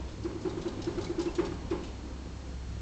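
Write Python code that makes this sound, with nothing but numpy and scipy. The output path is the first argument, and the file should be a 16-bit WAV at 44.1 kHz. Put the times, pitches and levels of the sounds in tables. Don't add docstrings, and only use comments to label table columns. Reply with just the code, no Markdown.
import sys
import numpy as np
from scipy import signal
from scipy.fft import rfft, irfft
from scipy.io import wavfile
from scipy.ndimage import uniform_filter1d

SR = 44100
rng = np.random.default_rng(int(sys.argv[2]) if len(sys.argv) > 2 else 0)


def pcm_store(signal):
    levels = np.round(np.clip(np.atleast_2d(signal), -1, 1) * 32767)
    wavfile.write(sys.argv[1], SR, levels.astype(np.int16).T)


N = 123921
TOP_HZ = 8150
GRAINS_PER_S = 9000
CLAW_ATTACK_S = 0.002


def undb(db):
    return 10 ** (np.asarray(db) / 20)


def unit(x):
    return x / np.sqrt(np.mean(x ** 2) + 1e-20)


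def curve(points):
    t_s, db = np.array(points).T
    return undb(np.interp(np.arange(N) / SR, t_s, db))


def bin_hz():
    return np.maximum(np.fft.rfftfreq(N, 1 / SR), 1)


def colour(x, points):
    hz, db = np.array(points, float).T
    gain = undb(np.interp(np.log(bin_hz()), np.log(hz), db))
    return unit(irfft(rfft(x) * gain, N))


def walk(rate_hz):
    step = int(SR / rate_hz)
    held = rng.standard_normal(N)[np.arange(N) // step]
    return unit(uniform_filter1d(uniform_filter1d(held, step), step))


def grains(per_s, spread_db=0):
    hits = rng.random(N) < per_s / SR
    return hits * rng.choice([-1, 1], N) * undb(spread_db * rng.standard_normal(N))


def since(start_s):
    return np.maximum(np.arange(N) / SR - start_s, 0)


def room(x, wet_db):
    delay_s, build_s, t60_s = 0.028, 0.008, 0.42
    t = since(delay_s)[:SR]
    envelope = (1 - np.exp(-t / build_s)) * np.exp(-np.log(1000) * t / t60_s)
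    tail = rng.standard_normal(len(t)) * envelope
    tail /= np.sqrt(np.sum(tail ** 2))
    return x + undb(wet_db) * signal.fftconvolve(x, tail)[:N]


def running():
    # f/Hz, level/dB
    rumble_colour = [(30, -19), (44, 4.5), (75, -13.5), (101, 8), (130, -4.5), (167, 1.5), (205, -7.5),
                     (300, -37.5)]
    # t/s, level/dB
    rumble_level = [(.1, -48), (.2, -44.5), (.35, -46), (.55, -41.5), (.78, -45), (.97, -39), (1.3, -50.5),
                    (1.5, -45.5), (2.1, -50), (2.81, -44)]
    # f/Hz, level/dB
    paw_colour = [(100, -31.5), (180, -21), (230, 5.5), (310, 8.5), (380, -1), (520, -3), (1000, -43)]
    # t/s, level/dB
    paw_level = [(0, -49), (.9, -46), (2.81, -51.5)]
    # f/Hz, level/dB
    rustle_colour = [(300, 10.5), (550, 4.5), (900, 1.5), (1500, -12.5), (3000, -12.5), (6000, -34),
                     (9000, -44.5)]
    # t/s, rustle gain/dB
    activity = [(0, 13), (.17, -9.5), (.25, 0), (.7, 5), (1.8, 4.5), (2.0, 0), (2.81, -5)]
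    paws_per_s, paws_room_db = 110, 0.5
    rustle_per_s, rustle_room_db, rustle_db = 1500, 5, -50.5

    rumble = colour(rng.standard_normal(N), rumble_colour) * curve(rumble_level)
    patter = colour(grains(paws_per_s), paw_colour)
    paws = unit(room(patter, paws_room_db)) * curve(paw_level)
    crackle = colour(grains(rustle_per_s, spread_db=2.0), rustle_colour)
    rustle = undb(rustle_db) * unit(room(crackle, rustle_room_db)) * curve(activity)
    return rumble + paws + rustle


def background():
    # t/s, rms level/dB
    hum_level = [(.07, -40), (.13, -50), (.22, -44.5), (.42, -50.5), (1.1, -50.5), (1.5, -44), (1.9, -44),
                 (2.3, -42), (2.7, -38.5)]
    # f/Hz, rms level/dB
    tone_table = [(101.5, -58), (171, -59.5), (4290, -68.5)]
    # f/Hz, level/dB
    air_colour = [(20, -0.5), (45, 9), (80, -7.5), (150, -23.5), (300, -8.5), (550, -15), (1000, -13.5),
                  (2000, -20), (7000, -24.5), (8500, -31)]
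    hum_hz, hum_waver_db, air_db = 65.2, 0.8, -49

    t = since(0)
    hum_gain = curve(hum_level) * undb(hum_waver_db * walk(8.5))
    hum = hum_gain * np.sin(2 * np.pi * hum_hz * t + 0.13 * walk(8.3))
    tones = np.zeros(N)
    for hz, db in tone_table:
        tones += undb(db + 0.5 * walk(4.5)) * np.sin(2 * np.pi * hz * t + 0.19 * walk(3.4))
    hiss = undb(air_db) * colour(rng.standard_normal(N), air_colour)
    return np.sqrt(2) * (hum + tones) + hiss


def scratches():
    # t/s, level/dB, decay/s, centre f/Hz
    scratch_table = [(0.082, -52, 0.037, 3090), (.236, -48, 0.011, 4230), (.412, -53, 0.029, 5020),
                     (0.494, -48, 0.013, 4460), (0.613, -46, 0.023, 4430), (.678, -44, 0.014, 3900),
                     (0.818, -39.5, 0.011, 4000), (.842, -45, 0.012, 4340), (0.981, -48, 0.011, 4650),
                     (1.01, -46, 0.025, 4460), (1.042, -43, 0.012, 4800), (1.192, -40.5, 0.014, 4670),
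                     (1.212, -43, 0.019, 5040), (1.255, -43.5, 0.0061, 3700), (1.350, -43, 0.019, 4200),
                     (1.449, -43.5, 0.02, 4800), (1.539, -44.5, 0.0045, 3220), (1.703, -46, 0.014, 3800),
                     (1.834, -49, 0.039, 3600)]
    width_octaves, patchy_db, room_db = 0.9, 3, -7
    damp_hz = 6900

    out = np.zeros(N)
    f = bin_hz()
    crackle = rfft(grains(GRAINS_PER_S))
    damping = 1 / np.hypot(1, (f / damp_hz) ** 2)
    for start_s, db, decay_s, hz in scratch_table:
        t = since(start_s)
        peaks = np.interp(f, np.linspace(0, TOP_HZ, 36), rng.uniform(-1, 1, size=36)) * np.sqrt(3)
        band = 1 / (1 + (np.log2(f / hz) / width_octaves) ** 2)
        noise = unit(irfft(crackle * undb(patchy_db * peaks) * band * damping, N))
        out += undb(db) * noise * (1 - np.exp(-t / CLAW_ATTACK_S)) * np.exp(-t / decay_s)
    return room(out, room_db)


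def wheel_knocks():
    # t/s, level/dB, length/s, pitch f/Hz, clatter/dB
    knock_table = [(0.2453, -27, 0.024, 337, -2.5), (0.302, -28.5, 0.0045, 360, -16.5),
                   (0.347, -30, 0.019, 337, -16), (0.448, -25, .012, 349, -0.5),
                   (0.467, -23.5, 0.011, 349, -13.5), (0.569, -28, .01, 346, -4),
                   (0.651, -29.5, 0.013, 351, -3), (0.662, -28.5, 0.015, 339, -10),
                   (0.79, -30.5, .015, 329, -6.5), (0.867, -25.5, 0.021, 338.5, -.5),
                   (0.975, -26.5, 0.02, 345.6, 0), (1.094, -27, 0.023, 341, -6),
                   (1.179, -25, .013, 342, -2), (1.1943, -25, 0.012, 348, -3.5),
                   (1.256, -25.5, 0.026, 338, -4), (1.382, -20.5, 0.023, 345.5, 7.5),
                   (1.512, -30, 0.012, 338, -5), (1.708, -24, .012, 358, 4.5),
                   (1.7257, -23, 0.0106, 342, -14)]
    # t/s, level/dB, pitch f/Hz
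    bump_table = [(1.423, -28, 348), (1.479, -32, 230), (1.753, -28, 324), (1.826, -34, 218),
                  (2.258, -34.5, 311)]
    # f/Hz, level/dB
    mode_table = [(170, -14), (252, -19), (347, -6), (401, -5.5), (552, -15), (836, -17), (895, -19),
                  (1033, -22), (1218, -24.5), (1432, -27), (1624, -25), (2108, -28)]
    # f/Hz, level/dB
    clatter_colour = [(150, -29), (280, 4.5), (450, 6), (620, -5.5), (950, 1), (1500, -6.5), (2400, -9),
                      (3100, -13.5), (8000, -28.5)]
    attack_s, release_s, knock_room_db = 0.009, 0.005, -10
    clatter_rise_s, clatter_db, clatter_room_db = 0.012, -45, -3.5
    bend_hz, bend_fall_s, bend_db = 2000, 0.03, -33.5
    bump_rise_s, bump_rattle_db = 0.0021, 25.5
    ring_rise_s, modes_t60_s, modes_db = 0.0067, 0.31, -31

    judder, flex, contact, blows = np.zeros((4, N))
    for start_s, db, length_s, hz, hit_db in knock_table:
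        t = since(start_s)
        end_s = start_s + length_s
        attack = np.sin(np.pi / 2 * np.minimum(t / attack_s, 1))
        release = np.exp(-since(end_s) / release_s)
        judder += undb(db) * attack * release * np.sin(2 * np.pi * hz * t)
        push = undb(hit_db) * t / clatter_rise_s * np.exp(1 - t / clatter_rise_s)
        contact += push
        sweep = np.exp(-t / bend_fall_s)
        glide = np.sin(2 * np.pi * (bend_hz * bend_fall_s * sweep + rng.random()))
        flex += push * sweep * (1 - sweep) * glide
        blows[int(end_s * SR)] += undb(hit_db)
    for start_s, db, hz in bump_table:
        t = since(start_s)
        push = undb(db) * (t / bump_rise_s * np.exp(1 - t / bump_rise_s)) ** 2
        judder += push * np.sin(2 * np.pi * hz * t)
        contact += undb(bump_rattle_db) * push

    t = since(0)[:SR]
    ring = sum(undb(db) * np.sin(2 * np.pi * (hz * t + rng.random())) for hz, db in mode_table)
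    ring *= np.exp(-np.log(1000) * t / modes_t60_s) * (1 - np.exp(-t / ring_rise_s))
    body = undb(modes_db) * signal.fftconvolve(blows, ring)[:N]
    clatter = undb(clatter_db) * contact * colour(grains(GRAINS_PER_S), clatter_colour)
    plastic = room(clatter + undb(bend_db) * flex, clatter_room_db)
    return room(judder, knock_room_db) + body + plastic


def claw_ticks():
    # t/s, level/dB, pitch f/Hz
    tick_table = [(.494, -45.5, 3800), (0.82, -46, 5200), (.846, -45.5, 5230), (.881, -47, 4090),
                  (1.04, -41.5, 3967), (1.066, -43.5, 2230), (1.281, -43, 2680), (1.35, -47.5, 6830),
                  (1.706, -46, 2470)]
    decay_s, split, room_db = 0.01, 0.025, -12

    out = np.zeros(N)
    for start_s, db, hz in tick_table:
        t = since(start_s)
        second_hz = hz * (1 + split * rng.standard_normal())
        pair = np.sin(2 * np.pi * hz * t) + 0.5 * np.sin(2 * np.pi * second_hz * t)
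        out += undb(db) * pair * (1 - np.exp(-t / CLAW_ATTACK_S)) * np.exp(-t / decay_s)
    return room(out, room_db)


def scene():
    return (running() + background() + scratches() + wheel_knocks() + claw_ticks())[None]


def record(dry):
    lowpass = signal.firwin(101, TOP_HZ, window=("kaiser", 8), fs=SR)
    return signal.fftconvolve(dry, lowpass[None], mode="same")


dry = scene()
out = record(dry)
pcm_store(out)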